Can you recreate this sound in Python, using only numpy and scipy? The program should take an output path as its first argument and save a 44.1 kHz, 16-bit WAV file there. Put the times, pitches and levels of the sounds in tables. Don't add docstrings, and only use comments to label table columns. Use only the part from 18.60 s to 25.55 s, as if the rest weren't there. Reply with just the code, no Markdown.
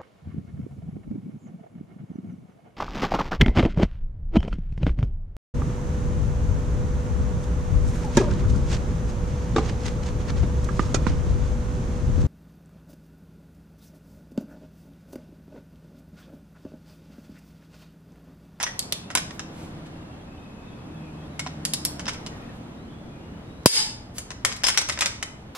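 import sys
import numpy as np
from scipy import signal
from scipy.fft import rfft, irfft, next_fast_len
from scipy.io import wavfile
from scipy.ndimage import uniform_filter1d

SR = 44100
rng = np.random.default_rng(int(sys.argv[2]) if len(sys.argv) > 2 else 0)


def digitize_waveform(pressure):
    field = np.atleast_2d(pressure).T
    bounded = np.clip(field, -1, 1)
    quanta = np.round(bounded * 32767).astype(np.int16)
    wavfile.write(sys.argv[1], SR, quanta)


N = 306495
ONSET = 48
SIDES = np.array([[.5], [-.5]])


def gain_of(db):
    return 10 ** (np.asarray(db) / 20)


def evened(x):
    return x / np.sqrt(np.mean(x ** 2) + 1e-20)


def look_up(table, hz):
    row_hz, value = np.transpose(table)
    return np.interp(np.log(hz + 1), np.log(row_hz + 1), value)


def add(mix, start_s, sound):
    part = mix[..., max(round(start_s * SR), 0):][..., :sound.shape[-1]]
    part += sound[..., :part.shape[-1]]


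# (frequency [Hz], likeness [-1 to 1])
LIKENESS = [(60, 0.98), (150, 1), (380, 0.79), (950, 0.19), (2380, -0.36), (5980, -0.63), (15000, -0.85)]
def spread(left, other, hz):
    alike = np.clip(look_up(LIKENESS, hz), -1, 1)
    return np.array([left, alike * left + np.sqrt(1 - alike ** 2) * other])


# (frequency [Hz], relative level [dB])
STREET_TONE = [(12, -33.5), (20, -28.5), (64, 0.5), (106, -5.5), (148, -4.5), (213, -3), (324, -9.5),
               (380, -14), (705, -18.5), (1300, -26), (2100, -33), (3300, -36.5), (5230, -45.5),
               (11700, -54.5), (13500, -60.5), (15500, -91)]
# (time [s], rumble [dB], deep rumble [dB], roar [dB])
STREET_LEVELS = [(0.0, -42, -39.5, -31), (0.45, -37, -42, -35.5), (1.05, -35, -34.5, -32.5),
                 (1.7, -37.5, -36.5, -36), (2.3, -35.5, -38.5, -35), (3.2, -34.5, -38.5, -32.5),
                 (3.75, -33.5, -32.5, -31), (4.2, -35, -38.5, -36), (4.9, -35.5, -34.5, -35.5),
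                 (5.299, -39.5, -37, -37.5), (6.95, -39.5, -34.5, -37)]
def traffic():
    frames, hz = N // 256 + 5, np.fft.rfftfreq(1024, 1 / SR)[:, None]
    t = np.arange(frames) * 256 / SR
    noise = rng.standard_normal((frames, 513, 5)).T
    patches = uniform_filter1d(noise[4], size=10, axis=0)
    patches = evened(uniform_filter1d(patches, size=14, axis=1))
    times, *levels = np.transpose(STREET_LEVELS)
    rumble_db, deep_db, roar_db = (np.interp(t, times, db) for db in levels)
    roar = np.clip(np.log2(hz / 350 + 0.00089), 0, 1)
    deep = np.clip(np.log2(130 / (hz + 1)) * 2, 0, 1)
    level_db = 0.61 * patches + (1 - roar - deep) * rumble_db + deep * deep_db + roar * roar_db
    tone = gain_of(look_up(STREET_TONE, hz))
    tone /= np.linalg.norm(tone) * np.sqrt(np.clip(1 + look_up(LIKENESS, hz), .1, 2))
    spectra = spread(noise[0] + 1j * noise[1], noise[2] + 1j * noise[3], hz)
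    return signal.istft(spectra * tone * gain_of(level_db), nperseg=1024, noverlap=768)[1][:, :N]


def fuzzy_tone(length_s, start_hz, end_hz, db, width_hz, purity, waver=0):
    size = round(length_s * SR)
    wander = evened(uniform_filter1d(rng.standard_normal(2 * SR), size=1500))[:size]
    cycles = np.cumsum(np.linspace(start_hz, end_hz, size) * (1 + waver * wander)) / SR
    spin, pole = np.exp(2j * np.pi * cycles), np.exp(-np.pi * width_hz / SR)
    shifted = rng.standard_normal(2 * SR)[:size] * spin.conj()
    fuzz = evened((spin * signal.lfilter([1], [1, -2 * pole, pole ** 2], shifted)).real)
    core = np.sin(2 * np.pi * (cycles + rng.random()))
    return gain_of(db) * evened(fuzz + purity * core) * signal.windows.tukey(size, .3)


# (start [s], length [s], pitch [Hz], level [dB])
ENGINES = [(0.0, 0.83, 134.8, -52), (0.549, 0.97, 165.7, -45), (2.099, 1.46, 158.5, -42.5),
           (3.196, 1.5, 147.1, -51), (5.2, 0.99, 120.2, -49)]
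# (multiple of the pitch [ratio], relative level [dB])
HUM_TONES = [(.51, -7), (0.822, -25), (.91, -12.5), (0.999, -2), (1.43, -13.5), (1.75, -12.5), (1.979, -7)]
def engine_hum(sag_per_s=0.0446):
    out = np.zeros(N)
    for start, length, hz, level_db in ENGINES:
        for multiple, db in HUM_TONES:
            start_hz = multiple * hz
            end_hz = start_hz * (1 - sag_per_s * length)
            add(out, start, fuzzy_tone(length, start_hz, end_hz, level_db + db, width_hz=3.9, purity=4))
    return out


# (pitch [Hz], level [dB], time to fade 60 dB [s])
BAR_TONES = [(858, -1, 0.95), (1710, -11, 0.32), (1745, -18.5, .2), (2215, -2, 0.21), (2650, -4.5, 0.18),
             (3040, -13, 0.25), (3120, -11, 0.31), (3580, -14, 0.12), (3806, -14.5, 0.33), (4380, -10, .35),
             (4923, -9, .35), (4965, -6, 0.42), (5055, -9, 0.3), (5150, -9, .4), (5290, -6, 0.15),
             (5780, -4, 0.17), (5950, -11.5, 0.18), (6230, -11.5, 0.28), (7230, -14, 0.3), (7400, -7, .35),
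             (8640, -10, .3), (9840, -9, 0.3), (9740, -11.5, .25), (10450, -9, .25), (11250, -8.5, 0.31)]
def bar_ring(chatter=1.3):
    t = np.arange(SR // 2) / SR
    hz, db, fade_s = np.transpose(BAR_TONES)[..., None]
    drift = uniform_filter1d(rng.standard_normal((2, len(BAR_TONES), len(t))), size=300)
    flutter = (1 + chatter * (evened(drift[0]) + 1j * evened(drift[1])) / np.sqrt(2)) / np.hypot(1, chatter)
    tones = gain_of(db - 60 * t / fade_s) * (flutter * np.exp(2j * np.pi * hz * t)).imag
    return tones * np.minimum(t / .0012, 1) * np.cos(np.pi * t / t[-1] / 2)


def crack_and_rattle(t, fade_s):
    noise = rng.standard_normal((4, len(t)))
    crack = 1.71 * noise[0] * gain_of(-60 * t / 0.0049)
    rattle = noise[0] + 0.96 * noise[1:3]
    rattle = signal.sosfilt(signal.butter(3, 9300, fs=SR, output="sos"), rattle)
    lumps_db = 2.5 * evened(uniform_filter1d(noise[3], size=90)) * np.minimum(t / 0.0082, 1)
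    fade_db = -60 * (t / fade_s) ** 1.158
    return crack + 0.61 * rattle * gain_of(lumps_db + fade_db)


# (frequency [Hz], level [dB], share of heft [ratio], share of sparkle [ratio])
STEEL_TONE = [(250, -22, 0.34, 0.081), (433, -10, 0.81, 0.58), (740, -7, 1, 0), (1920, -3, 0.85, 0.14),
              (3720, -3, 0.12, 0.17), (4600, -7, 0, 0.47), (5050, -0.5, 0.28, 0.067),
              (6740, -5.5, 0.39, 0.55), (10870, -10.5, 0.23, 1.1), (14100, -27, 0, 1.3),
              (16400, -36, 0.42, 0.92)]
def steel_blow(tones, level_db, pitch_hz, heft_db, sparkle_db, rattle_s, focus, ring_db, pan_db, buzz_db):
    tilt_db = 0.43 * (level_db + 11)
    curve = [(hz, db + low * heft_db + high * sparkle_db + tilt_db * max(np.log2(hz / 8000), 0))
             for hz, db, low, high in STEEL_TONE]

    def colour(hz, width):
        ping_db = 7.5 * focus * np.exp(-(np.log((hz + 1) / pitch_hz) / width) ** 2)
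        return gain_of(look_up(curve, hz) + ping_db)

    t, hz = np.arange(4096) / SR, np.fft.rfftfreq(4096, 1 / SR)
    bar_hz = np.transpose(BAR_TONES)[0]
    buzz = gain_of(buzz_db * np.exp(-((hz - bar_hz[:, None]) / 70) ** 2).max(0))
    burst = irfft(rfft(crack_and_rattle(t, rattle_s)) * buzz * colour(hz, width=.055))
    burst = np.roll(burst, ONSET, axis=1)
    burst[:, :ONSET] *= np.hanning(2 * ONSET)[:ONSET]
    burst *= np.clip((t[-512] - t) / .05, 0, 1)
    spot_db = 2.5 * rng.standard_normal(len(bar_hz))
    ring = gain_of(ring_db + spot_db) * colour(bar_hz, width=.03) @ tones
    sound = np.tile(np.roll(ring, ONSET), (2, 1))
    add(sound, 0, 1.089 * burst)
    return gain_of(level_db + SIDES * pan_db) * sound


# (time [s], left over right [dB])
WRENCH_SIDE = [(0.3, -1), (3.2, 0), (5.06, 1.5), (5.9, 4), (6.5, 1)]
def side_db(time_s):
    return np.interp(time_s, *np.transpose(WRENCH_SIDE))


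# (time [s], level [dB], pitch [Hz], heft [dB], sparkle [dB], rattle length [s], focus [0 = no ping])
RATCHET_HITS = [(0.0014, -25, 870, 7.5, -2, 0.3, 1.4), (0.029, -15.5, 5850, -6, 10, 0.048, 0.96),
                (0.0347, -12, 5940, -2, -11, 0.043, 2.57), (0.0655, -22.5, 1880, 8, -11, 0.093, 2.23),
                (0.1925, -14, 4600, -20.5, 15.5, 0.043, .9), (0.226, -28, 5000, -21, 5, 0.056, 0.87),
                (0.3234, -9.5, 3540, -11.5, 9, 0.041, 0.82), (0.5032, -30.5, 1370, 7.5, 0, 0.083, 1.9),
                (0.513, -33.5, 5060, -1, 7, 0.036, .9), (0.552, -8, 1500, 3.5, 8, 0.042, 0.52),
                (0.574, -18.5, 5270, 7.5, 9, 0.059, 0.8), (0.7078, -30.5, 1880, 6, -5, 0.047, 1.3),
                (0.7943, -21, 1670, 3, -3, 0.052, 0.45), (2.7942, -18.5, 2150, 1, 5.5, 0.061, 1.3),
                (2.8635, -31, 744, 16, -9, 0.061, 2.16), (2.8714, -23, 2040, -15, -5, 0.047, .6),
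                (3.0516, -13, 4900, -9.5, 14, 0.047, 0.63), (3.1363, -13.5, 4940, -10, 16, 0.043, 1.36),
                (3.251, -18.5, 5360, -6, 23.5, 0.052, 2.1), (3.3951, -26, 1440, 4, 3, 0.073, 0.76),
                (3.456, -22.5, 3140, -2, -12, 0.07, .6), (3.4674, -24, 5070, 2, -18, 0.045, 1.4),
                (3.48, -16, 2160, 2.5, -2.5, 0.086, 0.33), (3.4929, -24, 2950, 2, 1, 0.066, 1.5),
                (3.534, -31.5, 5500, -6, 11, 0.046, .8), (3.546, -37.5, 1860, 6, 5, .05, .6),
                (3.6633, -23.5, 2980, -6.5, 2.5, 0.063, 1.5), (5.034, -48, 11500, -12.5, 13, 0.033, .6),
                (5.5829, -26.5, 6650, 1, 20.5, 0.046, 1), (5.7054, -22, 1910, 2.5, -3, 0.055, 0.43),
                (5.8496, -10.5, 2170, 2.5, 10.5, 0.052, 0.43), (5.9176, -23, 1500, -1.5, -4, 0.06, 0.37),
                (5.925, -24, 5000, -8, 5, .05, 0.87), (5.9655, -32, 2110, -9, 16, .05, .6),
                (6.02, -35.5, 1500, 7.5, -13, 0.026, .5), (6.036, -17.5, 1400, 0.5, 11.5, 0.018, 0.66),
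                (6.041, -10.5, 5100, -1.5, 1, 0.088, 1.8), (6.068, -12, 5330, 0.5, 8.5, 0.058, 1.3),
                (6.0848, -9.5, 5400, 1, 7, 0.068, 0.48), (6.175, -5, 5730, -2.5, 2.5, 0.059, 1.56),
                (6.215, -23, 1220, 3.5, 10, 0.049, 0.42), (6.2883, -20, 1790, 2.5, 7.5, 0.073, .6),
                (6.2967, -14, 2085, 2, 0.5, 0.042, 1.8), (6.323, -21, 2200, -11, 4, 0.061, 0.76),
                (6.3751, -22, 1790, 7, -8, 0.022, 0.77), (6.3897, -18, 1420, 2, 6, 0.045, 0.82),
                (6.4087, -14, 2430, 1, 9, 0.079, 1.6), (6.4202, -16, 2850, 10, -1, 0.084, 1),
                (6.459, -8.5, 2200, -4, 2.5, 0.059, 1), (6.6274, -20, 3000, 5, 8.5, 0.042, 1.1)]
def ratchet_ticks(tones, grip_fade_s=.1):
    out = np.zeros((2, N + ONSET))
    held = tones * gain_of(-60 * np.arange(tones.shape[1]) / SR / grip_fade_s)
    for time_s, *blow in RATCHET_HITS:
        add(out, time_s, steel_blow(held, *blow, ring_db=-23.5, pan_db=side_db(time_s), buzz_db=0))
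    return out[:, ONSET:]


# (pitch [Hz], level [dB], time to fade 60 dB [s], left over right [dB])
BLOCK_TONES = [(290, -17.5, 0.029, 13.5), (575, -10, 0.031, -10), (1004, -5.5, 0.033, -5),
               (1240, -14, .03, -0.5), (1490, -14.5, .03, 4.5)]
def block_knocks(snap_s):
    out, t = np.zeros((2, N)), np.arange(4096) / SR
    tones = np.array([gain_of(db + SIDES * pan_db - 60 * t / fade_s) * np.sin(2 * np.pi * hz * t)
                      for hz, db, fade_s, pan_db in BLOCK_TONES])
    for time_s, level_db, _, heft_db, *_ in RATCHET_HITS:
        strengths = gain_of(level_db + heft_db - 13 + 4.6 * rng.standard_normal(len(tones)))
        add(out, time_s, np.tensordot(strengths, tones, axes=1) * np.minimum(t / 0.0017, 1))
    add(out, snap_s, tones.sum(0))
    return out


# (frequency [Hz], time to fade 60 dB [s])
ECHO_FADES = [(500, 0.42), (1500, 0.48), (4000, 0.43), (8000, 0.4), (13000, 0.23)]
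def garage_echo(x):
    out, crossfade = 0, np.pi * np.arange(N) / SR / .23
    for share in (np.cos(crossfade), np.sin(crossfade)):
        hz, t, noise = signal.stft(rng.standard_normal((2, SR)), SR, nperseg=256)
        spectra = spread(*noise, hz[:, None]) * gain_of(-60 * t / look_up(ECHO_FADES, hz)[:, None])
        tail = signal.istft(spectra, SR, nperseg=256)[1]
        tail *= np.minimum(np.arange(tail.shape[1]) / SR / 0.0032, 1)
        out = out + signal.fftconvolve(share * x[None], tail / np.linalg.norm(tail[0]), axes=1)[:, :N]
    return out


# (start [s], length [s], start pitch [Hz], end pitch [Hz], level [dB])
BIRD_NOTES = [(0.372, 0.15, 2600, 2640, -61), (1.318, 0.32, 2790, 2660, -64.5),
              (1.602, 0.6, 2564, 2573, -61), (2.043, .7, 2606, 2560, -63), (1.518, 0.14, 3260, 3340, -66.5),
              (1.77, 0.11, 3680, 3620, -67), (1.77, 0.038, 2980, 3150, -62), (1.995, 0.19, 3670, 3640, -65),
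              (2.08, 0.21, 3320, 3330, -67), (2.352, 0.11, 3390, 3330, -63.5),
              (2.411, 0.1, 2510, 2410, -58), (2.565, 0.092, 3370, 3250, -62), (2.6, .08, 3650, 3680, -66),
              (2.693, 0.09, 4000, 3680, -65), (3.69, 0.24, 1910, 1800, -57.5),
              (3.81, 0.11, 2370, 2640, -60), (4.154, 0.11, 3640, 4130, -64),
              (4.262, 0.093, 3010, 3100, -65), (4.28, 0.26, 3370, 3410, -64),
              (4.49, 0.12, 2500, 2440, -62.5), (4.58, 0.26, 2780, 3030, -65),
              (4.853, 0.23, 3730, 4000, -64)]
def birds():
    out = np.zeros(N)
    for start, *note in BIRD_NOTES:
        add(out, start, fuzzy_tone(*note, width_hz=120, purity=1, waver=0.008))
    return out * np.array([[1.05], [.5]])


# (middle [s], half length [s], level [dB], brightness [dB per octave])
HISS_SWELLS = [(0.752, 0.075, -59, 6.5), (1.014, 0.18, -52.5, -2), (1.268, 0.025, -49.5, -6.5),
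               (3.966, 0.072, -66, 4), (5.581, 0.065, -44, 1.5), (6.149, 0.02, -34, -6),
               (6.89, 0.075, -69, -21.5)]
def scuffs():
    out, hz = np.zeros((2, N)), np.fft.rfftfreq(16384, 1 / SR)
    band = (hz > 900) / (1 + (hz / 12000) ** 8)
    for middle_s, half_s, db, slope_db in HISS_SWELLS:
        tilt = gain_of(slope_db * np.log2(hz / 4000 + 0.12))
        hiss = evened(irfft(rfft(rng.standard_normal(16384)) * tilt * band))
        swell = np.hanning(round(2 * half_s * SR)) ** 2
        add(out, middle_s - half_s, gain_of(db) * hiss[:len(swell)] * swell)
    return out


# (level [dB], pitch [Hz], heft [dB], sparkle [dB], rattle length [s], focus [0 = no ping])
SNAP_HIT = (-2, 4989.5, -7.5, 15.5, 0.26, 1.28)
def head_snap(tones, time_s, stand_rattle_s=0.35):
    snap, stand = np.zeros((2, 2, N + ONSET))
    *blow, _, focus = SNAP_HIT
    add(snap, time_s, steel_blow(tones, *SNAP_HIT, ring_db=-20, pan_db=side_db(time_s), buzz_db=4))
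    add(stand, time_s, steel_blow(tones, *blow, stand_rattle_s, focus, ring_db=-20, pan_db=0, buzz_db=4))
    return snap[:, ONSET:], stand[0, ONSET:]


# (level [dB], start pitch [Hz], end pitch [Hz], glide [s], time to fade 60 dB [s])
JOLT = [(4.5, 1150, 115, 0.00065, 0.032)]
def block_thump(time_s):
    db, start_hz, end_hz, glide_s, fade_s = JOLT[0]
    out, t = np.zeros(N), np.arange(4096) / SR
    cycles = end_hz * t + (start_hz - end_hz) * glide_s * (1 - np.exp(-t / glide_s))
    add(out, time_s, gain_of(db - 60 * t / fade_s) * np.sin(2 * np.pi * cycles))
    return out


# (frequency [Hz], lead [radians])
LEFT_LEAD = [(300, 6.5), (900, -2), (1500, 0.53), (2500, -1.5), (5000, -1.8), (9000, -2), (15000, -1.5)]
def out_of_step(x):
    size = next_fast_len(N)
    lead = look_up(LEFT_LEAD, np.fft.rfftfreq(size, 1 / SR))
    return irfft(rfft(x, size) * np.exp(1j * SIDES * lead), size)[:, :N]


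def scene():
    snap_s, jolt_s = 5.0592, 5.06
    tones = bar_ring()
    ticks = ratchet_ticks(tones)
    snap, stand = head_snap(tones, snap_s)
    near = ticks + snap + scuffs()
    echo = gain_of(-8) * garage_echo(near[0] + gain_of(6.5) * stand)
    block = block_knocks(jolt_s) + block_thump(jolt_s)
    return out_of_step(near) + echo + block + traffic() + engine_hum() + birds()


def record(dry, limit_db=-8, recovery_db_per_s=102, lag_s=0.015, top_hz=16500):
    level_db = 10 * np.log10(abs(uniform_filter1d((dry ** 2).mean(0), size=128)) + 1e-12)
    recovery_db = np.arange(N) * recovery_db_per_s / SR
    held_db = np.maximum.accumulate(level_db + recovery_db) - recovery_db
    excess_db = np.maximum(held_db - limit_db, 0)
    lag = np.exp(-1 / (lag_s * SR))
    dip_db = 2.92 * signal.lfilter([1 - lag], [1, -lag], excess_db)
    clipped = np.clip(dry / gain_of(dip_db), -1, 1)
    treble_cut = signal.firwin(511, top_hz, window=("kaiser", 9), fs=SR)
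    return signal.oaconvolve(clipped, treble_cut[None], "same")


dry = scene()
out = record(dry)
digitize_waveform(out)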